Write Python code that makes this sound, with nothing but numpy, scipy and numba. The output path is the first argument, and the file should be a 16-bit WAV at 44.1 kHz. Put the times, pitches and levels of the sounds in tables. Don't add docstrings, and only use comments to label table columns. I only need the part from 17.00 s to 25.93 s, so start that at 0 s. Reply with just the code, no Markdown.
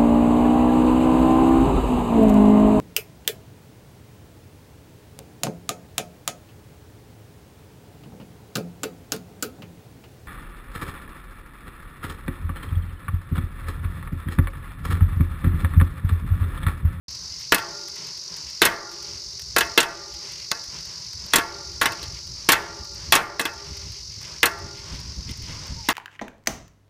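import sys
import numpy as np
from scipy import signal
from scipy.fft import rfft, irfft, next_fast_len
from scipy.io import wavfile
from numba import njit

SR = 44100
rng = np.random.default_rng(int(sys.argv[2]) if len(sys.argv) > 2 else 0)


def write(x):
    x = np.atleast_2d(x).T
    wavfile.write(sys.argv[1], SR, np.round(np.clip(x, -1, 1) * 32767).astype(np.int16))


N = 393813
TIME = np.arange(N) / SR


def undb(db):
    return 10 ** (np.asarray(db) / 20)


def unit(x):
    return x / np.sqrt(np.mean(x ** 2))


def curve(rows):
    return np.interp(TIME, *np.transpose(rows))


def at(hz, rows, column=1):
    rows = np.array(rows)
    return np.interp(np.log(hz + 1), np.log(rows[:, 0]), rows[:, column])


def colour(x, spectrum):
    size = next_fast_len(N)
    gain = undb(at(np.fft.rfftfreq(size, 1 / SR), spectrum))
    return unit(irfft(rfft(x, size) * gain, size)[:N])


def wander(rate_hz):
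    return unit(np.interp(TIME * rate_hz, np.arange(4096), rng.standard_normal(4096)))


def add(track, start_s, sound):
    i = int(start_s * SR)
    track[i:i + len(sound)] += sound[:max(len(track) - i, 0)]


def ring(modes, spread_hz, scatter_db=4, count=3):
    out = np.zeros(2 * SR)
    for hz, db, t60_s in modes:
        t = np.arange(int(min(t60_s, 1) * SR), dtype=np.float32) / SR
        detune, force = rng.uniform(-1.017, 1, (2, count, 1)).astype(np.float32)
        phase = 2 * np.pi * ((hz + spread_hz * detune) * t + rng.random())
        cluster = np.sum(undb(scatter_db * force) * np.sin(phase), axis=0)
        add(out, 0, undb(db) * cluster * np.exp(-np.log(1000) * t / t60_s))
    return out


def structure_gain(hz, lift=0.56):
    modes_hz = np.array([mode[0] for mode in WHEEL_MODES + TUBE_MODES + STEEL_MODES])[:, None]
    widths_hz = 12 + 0.0026 * modes_hz
    peaks = np.max(1 / (1 + ((hz - modes_hz) / widths_hz) ** 2), axis=0)
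    return (1 + lift * peaks) / (1 + lift / 2)


def dense_ring(body, stretch=1, focus_hz=0, focus_db=8, focus_octaves=0.52, size=8192):
    hz, t = np.fft.rfftfreq(size, 1 / SR), np.arange(size) / SR
    octaves = np.log2((hz + 1) / (focus_hz + 1))
    emphasis_db = focus_db * np.exp(-(octaves / focus_octaves) ** 2 / 2)
    emphasis_db += np.interp(np.sqrt(hz), np.arange(0, 150, 2.5), rng.uniform(-4.5, 3, 60))
    gain = unit(undb(at(hz, body))) * undb(emphasis_db) * structure_gain(hz)
    spectrum = rfft(rng.standard_normal(size)) * gain
    centres_hz = np.geomspace(100, 16000, 20)
    bands = np.array([np.interp(hz, centres_hz, row) for row in np.eye(len(centres_hz))])
    t60_s = at(centres_hz, body, column=2)[:, None] * stretch
    return np.sum(irfft(spectrum * bands) * np.exp(-np.log(1000) * t / t60_s), axis=0)


def pedal_push(stroke_s=0.576, first_peak_s=0.42):
    return np.cos(2 * np.pi * (TIME - first_peak_s) / stroke_s)


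# time in seconds, pitch in Hz.
WHISTLE_HZ = [(8.75, 881.5), (8.8, 937), (8.85, 828)]
# time in seconds, level in dB.
WHISTLE_DB = [(8.73, -101), (8.76, -57), (8.8, -45), (8.83, -57), (8.86, -51), (8.89, -92)]

def whistle():
    phase = 2 * np.pi * np.cumsum(curve(WHISTLE_HZ)) / SR
    return np.sqrt(2) * undb(curve(WHISTLE_DB)) * np.sin(phase)


# frequency in Hz, relative density in dB.
CICADA_SPECTRUM = [(2800, -70.5), (3650, -13), (4150, -5.5), (4600, 2.5), (5300, 3.5), (6000, -1),
                   (6700, -8), (7600, -20), (10000, -28), (15500, -35.5)]
# time in seconds, level in dB.
CHORUS_DB = [(0, -36), (3.3, -36.5), (5.1, -37.5), (6.9, -38), (7.7, -40.5), (8.9, -39.3)]

def cicadas(tymbal_hz=46.7, depth=0.24, overtone=0.37):
    phase = 2 * np.pi * np.cumsum(tymbal_hz * (1 + 0.015 * wander(5))) / SR
    buzz = 1 + depth * (np.cos(phase) + overtone * np.cos(2 * phase))
    return colour(rng.standard_normal(N), CICADA_SPECTRUM) * buzz * undb(curve(CHORUS_DB))


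# frequency in Hz, relative density in dB.
RUMBLE_SPECTRUM = [(15, -58), (25, -31), (40, -22), (60, 4), (80, 0.5), (130, -5), (200, -18.5), (350, -31),
                   (800, -64), (2000, -69)]
EDDY_SPECTRUM = [(60, 1), (130, -6), (220, -3), (400, -16.5), (900, -33), (3000, -56)]
# time in seconds, relative level in dB.
AIR_DB = [(0.25, -57), (0.42, -50.5), (0.76, -65), (2.18, -57.5), (2.46, -52.5), (3.55, -58.5),
          (5.14, -45.5), (5.89, -47.5), (6.9, -46.5), (7.31, -55.5), (7.69, -43), (8.9, -44)]

def wind(gain_db=3, gust_db=1.2, buffet_db=4, eddy_db=-46, strong_db=-37):
    air_db = curve(AIR_DB) + gain_db + gust_db * wander(7.3) + buffet_db * wander(32)
    rumble = colour(rng.standard_normal(N), RUMBLE_SPECTRUM) * undb(air_db)
    excess_db = np.minimum(air_db - strong_db, 4)
    eddies = colour(rng.standard_normal(N), EDDY_SPECTRUM) * undb(eddy_db + 2 * excess_db)
    return rumble + eddies


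# frequency in Hz, relative density in dB.
TYRE_SPECTRUM = [(60, -12), (110, 4.5), (165, 12.5), (230, -2), (340, 0.5), (400, 4), (450, -2), (600, 0.5),
                 (730, -7.5), (1000, 4), (1200, -1), (1600, -2), (3500, -5), (8000, -14), (15500, -46.5)]

def tyres(base_db=-52, stroke_db=1, rise_db_per_s=0.14, uneven_db=3.5):
    level_db = base_db + stroke_db * pedal_push() + rise_db_per_s * TIME + uneven_db * wander(12)
    return colour(rng.standard_normal(N), TYRE_SPECTRUM) * undb(level_db)


# frequency in Hz, relative density in dB.
CHAIN_SPECTRUM = [(700, -38), (1800, -0.5), (2080, 11.5), (2350, 6.5), (2750, 9.5), (3400, 7.5), (6000, 0),
                  (10000, -11), (15500, -20)]
# centre in seconds, boost in dB.
CHAIN_RUBS = [(.975, 9), (7.78, 7), (7.95, 5), (8.30, 12.5)]

def chain_rustle(base_db=-57, stroke_db=3.5, rise_db_per_s=0.59, uneven_db=2.8, rub_half_s=0.019):
    rattle = rng.standard_normal(N) * undb(2.6 * wander(300))
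    level_db = base_db + stroke_db * pedal_push() + rise_db_per_s * TIME + uneven_db * wander(24)
    rub_db = sum(db * np.exp(-((TIME - s) / rub_half_s) ** 2) for s, db in CHAIN_RUBS)
    return colour(rattle, CHAIN_SPECTRUM) * undb(level_db + rub_db)


# frequency in Hz, relative density in dB, t60 in seconds.
LINK_BODY = [(500, -7, 0.037), (2500, 0, 0.048), (5500, 4, 0.037), (9000, -2, 0.037), (15000, -1, 0.013)]
# start in seconds, relative level in dB.
LINK_TICKS = [(0.8823, -30.5), (1.367, -30.5), (2.3953, -30), (5.2702, -37), (5.947, -38), (6.2274, -28),
              (6.7695, -34), (8.3107, -33)]

def chain_ticks(gain_db=-1.5):
    out = np.zeros(N)
    for start_s, db in LINK_TICKS:
        add(out, start_s, undb(db + gain_db) * dense_ring(LINK_BODY, size=4096))
    return out


def faint_ticks(rate_hz=4.5, gain_db=-37.5):
    out = np.zeros(N)
    for start_s in rng.uniform(0, TIME[-1], int(rate_hz * N / SR)):
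        add(out, start_s, undb(gain_db) * dense_ring(LINK_BODY, size=4096))
    return out


# frequency in Hz, relative level in dB, t60 in seconds.
WHEEL_MODES = [(179, -5.5, 0.22), (340, -9.5, 1.47), (402, -11.5, 1.92), (466, 4.5, 0.23),
               (574, -13.5, 1.51), (679, 0, 0.52), (834, -10, 1.18), (887, -4.5, 0.88), (916, 6.5, 0.32),
               (1068, -10, 0.33), (1105, 8, 0.33), (1187, -4.5, 0.87), (1370, 4.5, 0.42), (1400, -4, 0.94),
               (1535, 3, 0.38), (1713, 4, 0.36), (1835, 0.5, 0.47), (1920, -1, 0.5), (2075, -6.5, 0.36),
               (2137, -1, 0.36), (2600, 8, 0.21)]
STEEL_MODES = [(2724, -22, 0.3), (3380, -20, 0.2), (3630, -33, 0.065), (4020, -31, 0.24), (4298, 11, 0.038),
               (5685, 1, 0.079), (6560, -7, 0.051), (8610, -6, 0.056), (9010, 2, 0.08), (10950, 7.5, 0.029),
               (11720, -0.5, 0.039), (12700, -3, 0.041), (14900, -16, .04)]
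TUBE_MODES = [(326, -3.5, 0.061), (1127, 0, 0.09), (1364, -7.5, 0.11), (1535, -3, 0.14), (1676, 4, 0.16),
              (1810, -6, 0.14), (2029, 0.5, 0.093), (2067, 2, 0.054)]

def ringing_parts(heavy, bright, stretch, wheel_db=-37, steel_db=-33, tube_db=-25):
    drive = heavy * min(stretch, 1)
    wheel = drive * undb(wheel_db) * ring(WHEEL_MODES, spread_hz=15.15)
    steel = bright * stretch * undb(steel_db) * ring(STEEL_MODES, spread_hz=75)
    tubes = drive * undb(tube_db) * ring(TUBE_MODES, spread_hz=36.4, count=2)
    return wheel + steel + tubes


# frequency in Hz, relative density in dB, t60 in seconds before stretch.
CLUNK_BODY = [(35, -15, 0.15), (90, -13, 0.28), (217, -2, 0.11), (299, 11, 0.057), (510, -1.5, 0.086),
              (780, -4.5, 0.25), (1120, -1.5, 0.18), (1560, -1.5, 0.16), (2280, -5, 0.13),
              (3420, 2.5, 0.088), (4000, 0, 0.08), (5650, -5, 0.052), (14900, -11, 0.076)]
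CRACK_BODY = [(200, -7, 0.044), (1470, -2, 0.034), (4100, 4.5, 0.12), (6060, 7, 0.073), (8600, 8.5, 0.033),
              (10900, 8.5, 0.022), (14900, 7, 0.015), (17000, -18, 0.045)]
SHIVER_BODY = [(296, -2.5, 0.54), (950, -2.5, 0.74), (2050, -5.5, 0.62), (2250, -1, 0.33),
               (3290, -10, 0.45), (5940, -8, 0.31), (15000, -16.5, 0.26)]

def blow(clunk_db, crack_db, stretch, focus_hz, contact_s=0.00091):
    heavy, bright = undb(clunk_db), undb(crack_db)
    strike = ringing_parts(heavy, bright, stretch)
    add(strike, 0, heavy * undb(-7) * dense_ring(CLUNK_BODY, stretch, focus_hz))
    add(strike, 0, bright * undb(-8) * dense_ring(CRACK_BODY, stretch, focus_hz))
    shake = (heavy + bright * undb(-6)) * stretch
    add(strike, 0, shake * undb(-29) * dense_ring(SHIVER_BODY, size=16384))
    return strike * (1 - np.exp(-TIME[:len(strike)] / contact_s))


# start in seconds, clunk in dB, crack in dB, ring stretch
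# factor, focus in Hz, catch delay in seconds, catch in dB, catch focus in Hz, rebound delay in seconds,
# rebound in dB.
HUB_SLIPS = [(0.5208, 3, -12, 0.8, 1580, 0.024, -1.5, 11500, 0.061, -15),
             (1.6177, 4.5, 1, 1.6, 2320, 0.034, 4, 12000, 0.039, 1),
             (2.5630, -0.5, -9.5, 0.58, 1620, 0.02, -4.5, 12000, 0.044, -7.5),
             (2.7763, 4, -8, 1.18, 2750, 0.027, -0.5, 6950, .0526, -9),
             (4.3348, -1.5, -2.5, 1.1, 1950, 0.023, 4.5, 9500, 0.048, -5.5),
             (4.8132, -7, -14, 1.35, 1840, .0158, -13, 1500, .043, -6.5),
             (5.4886, 3.5, -1.5, 1.72, 2260, 0.031, 5.5, 13400, .041, -0.5),
             (6.1228, 8, 5, 1.74, 1830, .0293, 5.5, 9000, .0363, 3),
             (6.3945, -1.5, -19, 0.87, 293, 0.017, -12, 8060, 0.058, -7.5),
             (7.4300, 3.5, -17, 0.75, 2120, 0.026, -2, 12000, .034, -11),
             (8.8868, -1.5, -21, 0.49, 1120, 0.013, -12.5, 1700, 0.019, -19)]
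# start in seconds, relative level in dB, ring stretch factor.
PAWL_SNAPS = [(3.5149, -3, 0.25), (4.92, -22, 0.64), (5.0273, -27, 1)]

def freehub():
    out = np.zeros(N)
    for start_s, *slip, catch_s, catch_db, catch_hz, rebound_s, rebound_db in HUB_SLIPS:
        add(out, start_s, blow(*slip))
        add(out, start_s + catch_s, blow(catch_db - 3.5, catch_db, stretch=0.75, focus_hz=catch_hz))
        add(out, start_s + rebound_s, blow(rebound_db, rebound_db - 1.5, stretch=0.81, focus_hz=2000))
    for start_s, db, stretch in PAWL_SNAPS:
        add(out, start_s, blow(db, db, stretch, focus_hz=4860))
    return out


def scene():
    drivetrain = freehub() + chain_rustle() + chain_ticks()
    return (drivetrain + cicadas() + tyres() + wind() + whistle() + faint_ticks())[None]


@njit
def follow(x, attack, release):
    out, level = np.empty(len(x)), 0.
    for i in range(len(x)):
        level += (x[i] - level) * (attack if x[i] > level else release)
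        out[i] = level
    return out


def record(dry, start_s=0.082, threshold_db=-5, ratio=5, attack_s=0.0003, release_s=0.38, top_hz=15300):
    x = dry[0] * (TIME > start_s)
    envelope = follow(np.abs(x), 1 / (attack_s * SR), 1 / (release_s * SR))
    limited = x / np.maximum(1, envelope / undb(threshold_db)) ** (1 - 1 / ratio)
    rounded = limited / (1 + (limited / 0.72) ** 6) ** (1 / 6)
    lowpass = signal.ellip(8, 0.1, 50, top_hz, fs=SR, output="sos")
    return signal.sosfiltfilt(lowpass, rounded)[None]


dry = scene()
out = record(dry)
write(out)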